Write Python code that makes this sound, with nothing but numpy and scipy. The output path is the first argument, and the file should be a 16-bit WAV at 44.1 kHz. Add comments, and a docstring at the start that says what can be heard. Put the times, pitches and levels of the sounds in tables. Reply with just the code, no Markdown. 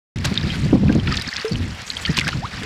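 """On a choppy lake in a rubber boat being rowed, the microphone aboard.
Wind on the microphone port is low, lumpy noise in bands; eddies thump there as short wavering swings.
Water runs off the blades and laps at the hull: wash is flickering band noise, fizz is many small ringing
bubbles, spray is treble ticks. Close by, single bubbles ring and rise in pitch, spatters are grainy
noise bursts, and one drop falls into a filling hollow with an upward glide."""
import sys
import numpy as np
from scipy import signal
from scipy.io import wavfile

SR = 44100
rng = np.random.default_rng(int(sys.argv[2]) if len(sys.argv) > 2 else 0)


def log_audio(samples):
    """Write samples as a 16-bit WAV file to the path given in sys.argv[1]."""
    # one column per channel
    frames = np.atleast_2d(samples).T
    # limit to full scale, then quantise
    limited = np.clip(frames, -1, 1)
    pcm = np.round(limited * 32767).astype(np.int16)
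    wavfile.write(sys.argv[1], SR, pcm)


def decibels_to_gain(level_db):
    """Convert a level in decibels to a linear amplitude gain (20 dB per decade)."""
    exponent = np.asarray(level_db, float) / 20
    return 10 ** exponent


N = 116865

# how stirred the water is: start_s, level_db (before each layer's trim), fizz_db (added for the fizz, limited there)
STIR = [(.16, -35, -5.5), (.2, -38.5, -6), (.27, -28.5, -11), (.4, -34, 3.5), (.53, -29.5, -1),
        (.71, -34, -9), (.8, -37.5, -11), (1.03, -34.5, -28), (1.1, -29, -1), (1.3, -33, 3),
        (1.42, -31, 4.5), (1.55, -35, -25), (1.75, -34.5, -3.5), (1.92, -34, -11), (2.08, -28.5, -15),
        (2.2, -33.5, 11), (2.31, -31, -7), (2.42, -34, -11), (2.65, -31.5, -5)]


def in_time(rows):
    """Joins each column by straight lines over time; the first column is in seconds."""
    s, *columns = np.transpose(rows)
    return [np.interp(np.arange(N) / SR, s, column) for column in columns]


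def rms_one(x):
    """Scales a signal to unit rms."""
    return x / np.sqrt(np.mean(x ** 2) + 1e-20)


def drift(rate_hz):
    """Slow random wandering of unit spread: noise through two equal low-pass poles at rate_hz."""
    pole = np.exp(-40 * np.pi * rate_hz / SR)  # runs at a twentieth of the sample rate
    noise = rng.standard_normal(N // 20 + 2002)
    slow = signal.lfilter([1], [1, -2 * pole, pole ** 2], noise)[2000:]  # skip the run-in
    return np.interp(np.arange(N) / 20, np.arange(len(slow)), rms_one(slow - slow.mean()))


def band(x, low_hz, high_hz):
    """Band-pass filter with gentle slopes."""
    sos = signal.butter(2, [low_hz, min(high_hz, .45 * SR)], "band", fs=SR, output="sos")
    return signal.sosfilt(sos, x)


def banded_noise(spectrum, edges, shared_db, own_db, own_rate_hz, tilt_db):
    """Unit-rms noise in bands: a colour, a shared and an own flicker, and a tilt in dB per octave."""
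    out = 0
    white = rng.standard_normal((2, N))  # neighbouring bands use different noise
    hz, db = np.transpose(spectrum)
    centre = np.sqrt(edges[0] * edges[-1])
    for k, (low, high) in enumerate(zip(edges, edges[1:])):
        mid = np.sqrt(low * high)
        colour_db = np.interp(np.log(mid), np.log(hz), db)
        flicker_db = shared_db + own_db * drift(own_rate_hz)
        slope_db = np.clip(tilt_db, -4, 4) * np.log2(mid / centre)
        out = out + decibels_to_gain(colour_db + flicker_db + slope_db) * band(white[k % 2], low, high)
    return rms_one(out)


def add(out, s, x):
    """Mixes x into out from time s in seconds."""
    i = int(s * SR)
    out[i:i + len(x)] += x[:N - i]


def wind():
    """Wind on the microphone port: lumpy low noise that brightens as it strengthens."""
    # wind strength at the port: start_s, level_db
    gusts = [(.17, -22), (.3, -23.5), (.42, -21.5), (.52, -25), (.7, -19.5), (.765, -12), (.808, -23.5),
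             (.845, -24), (.865, -16.5), (.89, -14), (.97, -18), (1.02, -23.5), (1.1, -17), (1.2, -27.5),
             (1.24, -43), (1.28, -29.5), (1.31, -52), (1.39, -33.5), (1.43, -55), (1.49, -46), (1.53, -21),
             (1.7, -25.5), (1.8, -44.5), (2.06, -36.5), (2.1, -23.5), (2.14, -33), (2.4, -24.5),
             (2.48, -39.5), (2.65, -28)]
    # colour of the wind noise: frequency_hz, density_db (per Hz)
    gust_colour = [(15, -46), (25, -18.5), (74, 4.5), (194, 5.5), (294, -3), (389, -12.5), (532, -26.5),
                   (860, -20), (934, -48), (1300, -33), (1690, -65), (2860, -120)]
    level_db, = in_time(gusts)
    tilt_db = 0.33 * (level_db + 14)  # per octave; no tilt at -14 dB
    edges = np.geomspace(22, 1400, 13)
    lumps_db = 2.2 * drift(30)
    return decibels_to_gain(level_db) * banded_noise(gust_colour, edges, lumps_db, 2.3, 42.5, tilt_db)


def wash():
    """Churned water at blades and hull: patchy noise whose level follows the stir."""
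    # colour of the wash: frequency_hz, density_db (per Hz)
    wash_colour = [(240, -30), (400, -15.5), (482, -5.5), (521, -14), (581, -9.5), (1200, -7), (1670, -9),
                   (1800, -5), (4650, -13.5), (14700, -43), (16300, -42)]
    trim_db = -5.0
    level_db, _ = in_time(STIR)
    edges = np.geomspace(400, 16800, 15)
    patchy_db = 1.2 * drift(20)
    return decibels_to_gain(level_db + trim_db) * banded_noise(wash_colour, edges, patchy_db, 1.5, 30, 0)


def fizz():
    """Small bubbles in clumps, each swelling and ringing at one of 28 pitches."""
    # colour of the fizz: frequency_hz, level_db
    fizz_colour = [(1100, -2.5), (1800, 6.5), (3000, 3), (5000, 6), (6000, -16), (8000, -12.5)]
    usual_per_s, trim_db, ring_cycles, size_spread_db = 1700, -3.0, 22.0, 3.2
    colour_hz, colour_db = np.transpose(fizz_colour)
    level_db, fizz_db = in_time(STIR)
    sizes_db = size_spread_db * np.minimum(rng.exponential(1, N), 4)
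    sizes = decibels_to_gain(sizes_db) * rng.choice([-1, 1], N)
    born = rng.random(N) < usual_per_s * decibels_to_gain(5.0 * drift(15)) / SR
    dealt = rng.integers(0, 28, N)  # which pitch each bubble gets
    out = 0
    for k, hz in enumerate(np.geomspace(1150, 8000, 28)):
        r = decibels_to_gain(-60 * hz / (ring_cycles * SR))  # falls 60 dB in ring_cycles
        w = 2 * np.pi * hz / SR
        ring = sizes * born * (dealt == k) + 1e-18
        for pole in (r, r ** 3):  # the second, faster resonance softens the onset
            gain = (1 - pole ** 2) / 2
            ring = signal.lfilter([gain, 0, -gain], [1, -2 * pole * np.cos(w), pole ** 2], ring)
        pitch_db = np.interp(np.log(hz), np.log(colour_hz), colour_db)
        out = out + decibels_to_gain(pitch_db) * ring / np.sqrt(1 - r)
    return decibels_to_gain(level_db + trim_db + np.clip(fizz_db, -3, 6)) * rms_one(out)


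def spray():
    """Fine droplets land as very short noise ticks, in clumps, each in one treble band."""
    # how much spray falls: start_s, level_db
    spray_level = [(.16, -92), (.6, -48), (1.04, -65), (1.12, -58), (1.36, -45), (1.5, -52.5),
                   (1.62, -46.5), (1.84, -47), (1.89, -38.5), (2.1, -42), (2.3, -47), (2.4, -54.5),
                   (2.65, -51)]
    # treble bands of the ticks: low_hz, high_hz, level_db
    tick_bands = [(4000, 6000, 0), (5500, 7000, -1), (6500, 8300, -2), (8000, 10500, -11),
                  (10000, 13000, -16)]
    usual_per_s, t60_s = 650, .012
    clumps = decibels_to_gain(5.0 * drift(20))
    decay = decibels_to_gain(-60 / (t60_s * SR))
    out = 0
    for low, high, db in tick_bands:
        landed = rng.random(N) < usual_per_s * clumps / len(tick_bands) / SR
        hits = landed * decibels_to_gain(4.0 * rng.standard_normal(N))
        ticks = signal.lfilter([1], [1, -decay], hits + 1e-18) * rng.standard_normal(N)
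        out = out + decibels_to_gain(db) * band(band(ticks, low, high), low, high)
    return decibels_to_gain(in_time(spray_level)[0]) * rms_one(out)


def spatters():
    """Water slaps down as short grainy noise with a crack, stronger in the shorter ones."""
    # spatters close by: start_s, peak_db, low_edge_hz, high_edge_hz, length_s
    slaps = [(0.153, -28.5, 900, 11700, 0.022), (0.183, -23.5, 1500, 8700, 0.0079),
             (.211, -34, 1200, 14200, 0.0048), (0.241, -9.5, 760, 7240, 0.018),
             (0.249, -8.5, 606, 14800, 0.0078), (0.253, -11.5, 600, 14000, 0.0098),
             (0.295, -28, 2020, 9000, 0.0053), (0.339, -21, 2000, 8700, 0.0076),
             (0.352, -24, 1500, 6740, 0.0015), (.62, -29.5, 5030, 15000, 0.0019),
             (0.926, -26.5, 3000, 15000, 0.0029), (0.95, -26, 5600, 8240, 0.0029),
             (1.152, -22.5, 3470, 8200, 0.014), (1.221, -17, 3950, 14000, 0.0029),
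             (1.3667, -6.5, 3830, 5930, 0.0014), (1.448, -18.5, 1000, 12900, 0.015),
             (1.495, -30.5, 8500, 11100, 0.0016), (1.818, -25, 4000, 13000, 0.0027),
             (1.866, -28, 5000, 12000, 0.0062), (2.169, -9, 1900, 8000, 0.0049),
             (2.174, -7.5, 1000, 15000, 0.0097), (2.1876, -2, 1900, 7840, 0.001),
             (2.1958, -4, 2220, 8700, 0.00056), (2.209, -11.5, 1500, 14000, 0.00099),
             (2.278, -11.5, 1260, 12800, 0.0035), (2.284, -9, 534, 5200, 0.011),
             (2.632, -19.5, 1470, 11600, 0.0061)]
    cut_hz, grain_db, crack_s = 5000, 5.0, .002  # spatters shorter than crack_s are mostly crack
    out = np.zeros(N)
    softener = signal.butter(2, cut_hz, fs=SR, output="sos")
    noise = rng.standard_normal((len(slaps), 2, 2048))
    for (s, db, low, high, length), (hiss, grain) in zip(slaps, noise):
        u = np.arange(2048) / SR / length
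        grains = decibels_to_gain(grain_db * np.repeat(grain, 32)[:2048])
        burst = hiss * grains * np.minimum(u * 3, 1) * np.exp(-2 * u ** 2)
        burst = burst + 8 * (crack_s / length) ** 2 * (np.arange(2048) == 8)
        burst = signal.sosfilt(softener, band(burst, low, high))
        add(out, s, decibels_to_gain(db) * burst / np.abs(burst).max())
    return out


def eddies():
    """Strong wind eddies cross the port: short swings with overtones, wavering and sagging in pitch."""
    # eddies: start_s, fundamental_db (at its height), pitch_hz (before bending), length_s
    thumps = [(.243, -16.5, 154.3, 0.038), (.312, -12.5, 198, 0.019), (.433, -15.5, 146, 0.026),
              (.457, -17.5, 166.4, 0.029), (.632, -11.5, 127.5, 0.018), (.65, -10.5, 162, 0.024),
              (.725, -5, 273, 0.017), (0.733, -6, 183, 0.016), (.747, -8, 246, 0.016),
              (.821, -9.5, 213, 0.027), (.896, -5.5, 216, 0.011), (.93, -13.5, 188, 0.017),
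              (.952, -9.5, 251, 0.009), (.961, -4.5, 184, 0.0085), (.981, -7.5, 163, 0.01),
              (1.075, -13.5, 117, 0.019), (1.51, -14.5, 159, 0.022), (1.594, -14.5, 89, 0.044),
              (2.09, -11.5, 168, 0.032), (2.18, -13.5, 195, 0.0105), (2.257, -20, 164.5, 0.028),
              (2.349, -22.5, 157, 0.019), (2.438, -19, 112, 0.02), (2.615, -23.5, 210, 0.011)]
    sag, wobble, overtone_db = .12, .15, -13.5  # shares of the pitch; overtone dB per octave
    out = np.zeros(N)
    draws = rng.standard_normal((len(thumps), 8))
    for (s, db, hz, length), d in zip(thumps, draws):
        u = np.arange(int(length * SR)) / (length * SR)
        bend = 1 + sag * (.5 - u) + wobble * np.interp(u, np.linspace(0, 1, 6), d[2:])
        phase = 2 * np.pi * np.cumsum(hz * bend) / SR + np.pi * d[0]
        swing = np.sin(phase)
        for k in (2, 3, 4):
            swing = swing + decibels_to_gain(overtone_db * np.log2(k)) * np.sin(k * (phase + d[1]))
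        add(out, s, decibels_to_gain(db) * np.sin(np.pi * u ** 0.92) * swing)
    return out


def bubbles():
    """Single bubbles snap open with a narrow noise burst, then ring, flutter, waver and rise in pitch."""
    # bubbles: start_s, ring_db (before decay and flutter), pitch_hz (at birth), t60_s, rise_octaves_per_s
    rings = [(.341, -23.5, 4130, 0.017, 3), (.355, -9.5, 3330, 0.005, 3), (0.3756, -4, 3550, 0.016, 4.6),
             (0.411, -21, 3670, 0.024, 2.8), (.502, -16.5, 3070, 0.036, 3.5), (.882, -24, 2470, 0.03, 2.2),
             (.893, -22, 1560, 0.068, 2), (0.925, -18.5, 2700, 0.011, 2.9), (.997, -26, 3130, 0.032, 3),
             (1.073, -7, 2430, 0.011, 3.4), (1.079, -18.5, 1430, 0.031, 3.5),
             (1.121, -15.5, 1253, 0.037, 2.9), (1.124, -15.5, 4800, 0.014, 3),
             (1.141, -18, 2370, 0.024, 3.4), (1.17, -7.5, 4900, 0.0081, 3), (1.174, -10, 3430, 0.0061, 3),
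             (1.186, -22, 1716, 0.059, 4.2), (1.197, -19, 5200, 0.015, 3.3), (1.213, -15, 3780, 0.015, 3),
             (1.22, -16.5, 4900, 0.017, 3), (1.276, -18, 4800, 0.018, 4.3),
             (1.289, -18.5, 4400, 0.027, 2.5), (1.292, -32, 1710, 0.021, 2.4),
             (1.327, -15.5, 1900, 0.019, 3), (1.337, -18.5, 5080, 0.019, 3),
             (1.362, -17.5, 3430, 0.014, 2.7), (1.406, -27, 2000, 0.021, 3), (1.427, -22, 2240, 0.023, 3.3),
             (1.4455, -16, 426, 0.23, 2.09), (1.455, -14, 1330, 0.01, 3), (1.48, -21.5, 4950, 0.025, 3),
             (1.52, -19.5, 4470, 0.029, 6.7), (1.532, -20, 4670, 0.015, 3.4), (1.556, -18, 3140, 0.017, 3),
             (1.878, -24.5, 3220, 0.016, 3), (1.902, -9.5, 3860, 0.01, 3), (1.911, -21.5, 5970, 0.0024, 3),
             (1.951, -18, 4800, 0.0033, 3), (1.968, -11, 3200, 0.011, 3), (2.051, -8.5, 3045, 0.02, 3.4),
             (2.052, -16, 2140, 0.023, 3), (2.058, -10.5, 2950, 0.019, 3), (2.061, -14.5, 4400, 0.016, 3.5),
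             (2.066, -24.5, 1350, 0.051, 2.7), (2.077, -19, 1846, 0.082, 0.3), (2.147, -21, 2240, 0.022, 3),
             (2.176, -13.5, 1040, 0.026, 3.2), (2.179, -6.5, 3050, 0.0067, 2.5),
             (2.187, -3, 2890, 0.0099, 3), (2.196, -10, 2680, 0.012, 3), (2.212, -12, 1985, 0.029, 3),
             (2.241, -14, 1520, 0.013, 3), (2.27, -12, 1565, 0.024, 1.6), (2.28, -5, 2030, 0.0087, 2.7),
             (2.29, -12, 1810, 0.011, 3), (2.32, -24, 2750, 0.045, 3.2), (2.329, -16, 1330, 0.029, 5.2),
             (2.624, -20.5, 1730, 0.019, 2.7), (2.632, -28.5, 422, 0.15, 2.2)]
    attack_cycles, attack_max_s = 2.5, .002
    wobble, flutter_db = .05, 2.5  # both shrink for low bubbles
    snap_db, snap_cycles = -7, 9.0  # relative to the ring, less for low bubbles; decay constant
    out = np.zeros(N)
    draws = rng.standard_normal((len(rings), 518))
    for (s, db, hz, t60, rise), d in zip(rings, draws):
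        t = np.arange(int(t60 * SR)) / SR
        smallness = min(hz / 2000, 1) ** 2
        waver = 1 + wobble * smallness * np.interp(t / t60, np.linspace(0, .6, 6), d[:6])
        pitch_hz = hz * waver * 2 ** np.clip(rise * t, -.2, .5)
        ring = np.sin(2 * np.pi * np.cumsum(pitch_hz) / SR)
        attack_s = min(attack_cycles / hz, attack_max_s)
        swell = np.sin(np.pi / 2 * np.minimum(t / attack_s, 1)) ** 2
        uneven_db = flutter_db * min(hz / 1500, 1) * np.interp(t * hz / 4, np.arange(512), d[6:])
        add(out, s, decibels_to_gain(db - 60 * t / t60 + uneven_db) * swell * ring)
        cycles = np.arange(512) / SR * hz
        snap = d[6:] * np.minimum(cycles / 2, 1) * np.exp(-cycles / snap_cycles)
        snap = band(band(snap, hz / 1.4, hz * 1.4), hz / 1.6, hz * 1.6)
        add(out, s, decibels_to_gain(db + snap_db) * smallness * snap / np.abs(snap).max())
    return out


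def plop():
    """A drop falls into a filling hollow: one fluttering tone gliding up, loudest past its middle."""
    # the drop: start_s, length_s, peak_db (before flutter), from_hz, to_hz
    s, length, db, from_hz, to_hz = (2.404, .069, -24, 440, 1700)
    out = np.zeros(N)
    u = np.arange(int(length * SR)) / (length * SR)
    level_db = db + 3.0 * drift(50)[:len(u)]
    swell = np.sin(np.pi * u ** 1.6) ** 1.15
    pitch_hz = from_hz * (to_hz / from_hz) ** u
    add(out, s, decibels_to_gain(level_db) * swell * np.sin(2 * np.pi * np.cumsum(pitch_hz) / SR))
    return out


def scene():
    """Wind and water around the boat, in mono, faded in quickly after a short silence."""
    start_s, fade_s = .1585, .001
    fade = np.clip((np.arange(N) / SR - start_s) / fade_s, 0, 1)
    air = wind() + eddies()
    water = wash() + fizz() + spray()
    drops = spatters() + bubbles() + plop()
    return ((air + water + drops) * fade)[None]


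def low_pass(x):
    """Removes everything above the highest recorded frequency."""
    return signal.sosfilt(signal.butter(12, 16370, fs=SR, output="sos"), x)


def record(dry):
    """The microphone's signal, with peaks slightly rounded."""
    mix = 2 * np.tanh(dry / 2)
    return low_pass(mix)


dry = scene()
out = record(dry)
log_audio(out)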